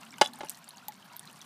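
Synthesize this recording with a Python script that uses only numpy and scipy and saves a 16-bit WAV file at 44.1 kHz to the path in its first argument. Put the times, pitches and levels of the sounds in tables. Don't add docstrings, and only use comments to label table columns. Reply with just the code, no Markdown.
import sys
import numpy as np
from scipy import signal
from scipy.fft import rfft, irfft
from scipy.io import wavfile
from scipy.ndimage import uniform_filter1d

SR = 44100
rng = np.random.default_rng(int(sys.argv[2]) if len(sys.argv) > 2 else 0)


def inscribe(sig):
    pcm = np.round(np.clip(np.atleast_2d(sig).T, -1, 1) * 32767)
    wavfile.write(sys.argv[1], SR, pcm.astype(np.int16))


N = 63945
TIME_S = np.arange(N) / SR
AGE_S = np.arange(SR // 4) / SR

# t/s, level/dB, ring low-pass f/Hz, relative crack level/dB
LANDINGS = [(0.2123, 4, 14300, -20.5), (0.4062, -19.5, 2600, -16.5), (0.4322, -12.5, 595, -25.5),
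            (0.4450, -28, 2600, -20)]
# f/Hz, level/dB, T60/s
KNOCK_MODES = [(179, -33, 0.067), (243, -27, .04), (357, -16.5, 0.038), (582, -20.5, 0.078),
               (755, -25.5, 0.16), (853, -8, 0.058), (1127, -22.5, 0.072), (1318, -23, 0.067),
               (1460, -24, 0.079), (1714, -20, 0.066), (2119, -18, 0.055), (2486, -30.5, 0.07),
               (2876, -18.5, 0.058), (3030, -26, 0.1), (3200, -32, 0.072), (3480, -34, 0.09),
               (3895, -26, 0.069), (4042, -27, 0.047), (4820, -17, 0.035), (5340, -22, 0.031),
               (6080, -20, 0.029), (6760, -30.5, 0.023), (7970, -29, .028)]
# f/Hz, relative density/dB
CRACK_SPECTRUM = [(50, -35), (110, -29), (200, -9), (350, -6), (470, 4), (800, 1.5), (1500, -4.5),
                  (3000, -6.5), (5000, -7.5), (7000, -11), (10000, -14.5), (12000, -27.5), (15000, -24)]
# t/s, level/dB
CLACKS = [(0.2255, -1.5), (0.2400, -8.5), (0.2480, -3), (0.2590, 2)]
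# f/Hz, level/dB, T60/s
AXLE_MODES = [(2930, -26, 0.012), (3428, -30, 0.05), (3490, -30.5, 0.028), (3920, -33, 0.031),
              (5050, -34, 0.016)]
# t/s, level/dB, centre f/Hz, bandwidth/centre
DROP_HITS = [(0.0326, -32.5, 3800, 0.72), (0.1190, -20.5, 7590, 0.039), (0.1835, -26, 8100, 0.47),
             (0.245, -20, 8300, .2), (0.2531, -19, 5940, 0.31), (0.26, -18, 9500, 0.092),
             (0.2732, -16, 6360, .1), (0.2798, -34, 8300, .6), (0.3357, -28, 10300, 0.3),
             (0.3585, -26, 8600, 0.07), (0.3882, -32, 11900, 0.75), (0.4477, -24.5, 10200, 0.11),
             (0.4960, -9, 9500, 0.33), (0.5021, -19, 7200, 0.65), (0.5169, -21.5, 8000, 0.18),
             (0.5350, -37, 13000, 0.36), (0.5465, -30, 5700, 0.37), (0.554, -35, 8000, .7),
             (0.5735, -33.5, 7850, .6), (0.5825, -35.5, 9000, .3), (0.692, -23.5, 9800, 0.12),
             (0.8833, -13, 13600, 0.24), (0.8835, -25, 3600, 1), (0.9220, -31, 4930, .7),
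             (1.1339, -33, 4470, 0.55), (1.162, -30, 3500, .8), (1.1656, -18.5, 13200, 0.15),
             (1.1945, -19, 9500, 0.19), (1.255, -34, 8050, 0.95), (1.3123, -37, 6000, 1),
             (1.329, -32, 9400, 0.21), (1.359, -31.5, 9300, 0.092), (1.3755, -36, 4440, 0.8),
             (1.392, -33.5, 9300, 0.22), (1.4153, -28, 4500, 0.69), (1.4216, -36, 5500, .6)]
# t/s, level/dB, start f/Hz
BUBBLE_PINGS = [(0.032, -39.5, 2700), (0.034, -43.5, 1360), (0.0650, -45, 2960), (0.1073, -38, 5470),
                (0.1270, -40, 2270), (0.1400, -40, 2130), (0.1408, -40, 3600), (0.1830, -37.5, 2900),
                (0.1818, -42.5, 1480), (0.3347, -37, 4220), (0.3572, -42, 8070), (0.4590, -43.5, 5700),
                (0.4626, -42, 9400), (0.4700, -41, 2790), (0.486, -36, 5900), (0.4872, -39, 4160),
                (0.523, -45, 5900), (0.5472, -43.5, 4200), (0.643, -40, 7420), (0.6797, -41, 4540),
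                (0.6894, -33, 9970), (0.6915, -41.5, 3800), (0.707, -37, 4180), (0.7713, -38.5, 6530),
                (0.7818, -40, 4420), (0.8248, -47, 1370), (0.9215, -46, 2150), (1.0262, -43, 3070),
                (1.1942, -40, 3600), (1.2748, -37, 4030), (1.3006, -44, 2900), (1.407, -41.5, 3700),
                (1.416, -36.5, 6090), (1.42, -40, 3350)]
# t/s, level/dB, f/Hz
TUBE_PLOPS = [(0.1850, -42.5, 930), (0.2810, -41.5, 886), (0.3400, -41.5, 874), (0.3880, -40, 814),
              (0.7340, -45.5, 958), (0.8845, -30, 846), (1.1140, -45.5, 985), (1.1380, -40.5, 960)]
# t/s, level/dB
FLOW_CURVE = [(0, 2.5), (0.2, -0.5), (0.5, -1.5), (0.62, -1.5), (0.85, -1.5), (1.05, -3), (1.2, 0),
              (1.45, -2)]
# f/Hz, relative density/dB
WASH_SPECTRUM = [(200, -28), (480, -13.5), (680, -1), (950, -1.5), (1400, -4.5), (2200, -11), (4200, -11),
                 (7000, -21), (15000, -23.5)]
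# t/s, level/dB
RUMBLE_CURVE = [(0, -61), (0.3, -58.5), (0.5, -59), (0.62, -63.5), (0.85, -62.5), (0.98, -59), (1.1, -63),
                (1.28, -57.5), (1.45, -62.5)]
# f/Hz, relative density/dB
RUMBLE_SPECTRUM = [(30, -44), (60, -43), (100, -12), (160, -1), (235, 0), (310, -11), (480, -18),
                   (1000, -36)]


def tube_knocks(contact_s=.0108, release_s=.00049, free_ring_db=-6.5, crack_tail_db=-9):
    out = np.zeros(N)
    contact = .5 - .5 * np.tanh((AGE_S - contact_s) / release_s)
    modes = sum((-1) ** k * from_db(db) * mode(hz, t60_s)
                for k, (hz, db, t60_s) in enumerate(KNOCK_MODES))
    ring = modes * rise(tau_s=.004) * (contact + (1 - contact) * from_db(free_ring_db))
    crack_envelope = rise(tau_s=.00036) * decay(t60_s=.089)
    crack_envelope *= contact + (1 - contact) * from_db(crack_tail_db)
    for t_s, db, top_hz, crack_db in LANDINGS:
        body = low_pass(ring, top_hz, order=2)
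        crack = from_db(crack_db) * coloured_noise(CRACK_SPECTRUM, len(AGE_S)) * crack_envelope
        add(out, t_s, from_db(db) * (body + low_pass(crack, top_hz + 1500)))
    return out


def axle_rattle():
    out = np.zeros(N)
    ring = rise(tau_s=.00071) * sum(from_db(db) * mode(hz, t60_s) for hz, db, t60_s in AXLE_MODES)
    for t_s, db in CLACKS:
        add(out, t_s, from_db(db) * ring)
    return out


def splash(hz, relative_width, smack_db=12.5, spray_db=-10):
    hiss, grains = rng.standard_normal((2, len(AGE_S)))
    spray = from_db(spray_db) * grains * decay(t60_s=.033)
    burst = hiss * (decay(t60_s=.0015) + spray)
    burst[0] = from_db(smack_db)
    radius = np.exp(-np.pi * relative_width * hz / SR)
    feedforward = np.array([1, 0, -1]) * (1 - radius ** 2) / 2
    feedback = [1, -2 * radius * np.cos(2 * np.pi * hz / SR), radius ** 2]
    return .5 * signal.lfilter(feedforward, feedback, burst + 1e-18)


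def bubble(start_hz, life_cycles=52, glide_share=.11):
    life_s = life_cycles / start_hz
    pitch_hz = start_hz * (1 + glide_share * np.minimum(AGE_S / life_s, 1))
    return np.sin(2 * np.pi * np.cumsum(pitch_hz) / SR) * rise(1 / start_hz) * decay(life_s)


def drips():
    out = np.zeros(N)
    for t_s, db, hz, relative_width in DROP_HITS:
        add(out, t_s, from_db(db) * splash(hz, relative_width))
    for t_s, db, hz in BUBBLE_PINGS:
        splat = from_db(3) * splash(hz, relative_width=.65)
        add(out, t_s, from_db(db) * (bubble(hz) + splat))
    for t_s, db, hz in TUBE_PLOPS:
        add(out, t_s, from_db(db) * mode(hz, t60_s=.06) * rise(tau_s=.0019))
    return out


def trickle():
    out = np.zeros(N)
    for t_s, db, hz in random_events(per_s=380, min_db=-56, spread_db=3.5, low_hz=891, high_hz=10740):
        add(out, t_s, from_db(db) * bubble(hz))
    for t_s, db, hz in random_events(per_s=110, min_db=-44, spread_db=4, low_hz=2480, high_hz=11800):
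        add(out, t_s, from_db(db) * splash(hz, relative_width=.35))
    return out


def garden_echoes(x, gain_db=-26.5):
    scatter = low_pass(rng.standard_normal(len(AGE_S)), hz=8100)
    response = scatter * decay(t60_s=.16) * rise(tau_s=.009) ** 2
    return from_db(gain_db) * signal.fftconvolve(x, response / np.linalg.norm(response))[:N]


def air_column(hz=239, half_width_hz=26.5, peak_db=-57, peak_s=.26, sigma_s=.17):
    resonance = 1 / (1 + ((np.fft.rfftfreq(N, 1 / SR) - hz) / half_width_hz) ** 2)
    hum = unit_rms(irfft(rfft(rng.standard_normal(N)) * resonance, N))
    swell = np.exp(-.5 * ((TIME_S - peak_s) / sigma_s) ** 2)
    return from_db(peak_db) * hum * swell


def water_wash(base_db=-57.5, flicker_db=2):
    flicker = unit_rms(uniform_filter1d(rng.standard_normal(N), size=1200))
    return from_db(base_db + flicker_db * flicker) * coloured_noise(WASH_SPECTRUM, N)


def far_rumble():
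    return gain_curve(RUMBLE_CURVE) * coloured_noise(RUMBLE_SPECTRUM, N)


def random_events(per_s, min_db, spread_db, low_hz, high_hz):
    for when, size, pitch in rng.random((int(per_s * N / SR), 3)):
        db = min_db + spread_db * min(-np.log(size), 2)
        yield when * N / SR, db, low_hz * (high_hz / low_hz) ** pitch


def mode(hz, t60_s):
    return np.sin(2 * np.pi * hz * AGE_S) * decay(t60_s)


def decay(t60_s):
    return np.exp(-np.log(1000) * AGE_S / t60_s)


def rise(tau_s):
    return 1 - np.exp(-AGE_S / tau_s)


def from_db(db):
    return 10 ** (np.asarray(db) / 20)


def gain_curve(curve):
    return from_db(np.interp(TIME_S, *np.transpose(curve)))


def unit_rms(x):
    return x / np.sqrt(np.mean(x ** 2) + 1e-20)


def add(out, t_s, sound):
    start = int(t_s * SR)
    out[start:start + len(sound)] += sound[:N - start]


def low_pass(x, hz, order=1):
    return signal.sosfilt(signal.butter(order, hz, fs=SR, output="sos"), x)


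def coloured_noise(spectrum, samples):
    hz, db = np.transpose(spectrum)
    bins_hz = np.maximum(np.fft.rfftfreq(samples, 1 / SR), 1)
    gain = from_db(np.interp(np.log(bins_hz), np.log(hz), db))
    return unit_rms(irfft(rfft(rng.standard_normal(samples)) * gain, samples))


def scene():
    flow = gain_curve(FLOW_CURVE)
    background = far_rumble() + air_column() + flow * water_wash()
    fountain = tube_knocks() + axle_rattle() + drips()
    return (fountain + garden_echoes(fountain) + flow * trickle() + background)[None]


def record(dry):
    cutoff_hz = 15300
    return signal.sosfilt(signal.ellip(10, .2, 70, cutoff_hz, fs=SR, output="sos"), dry)


dry = scene()
out = record(dry)
inscribe(out)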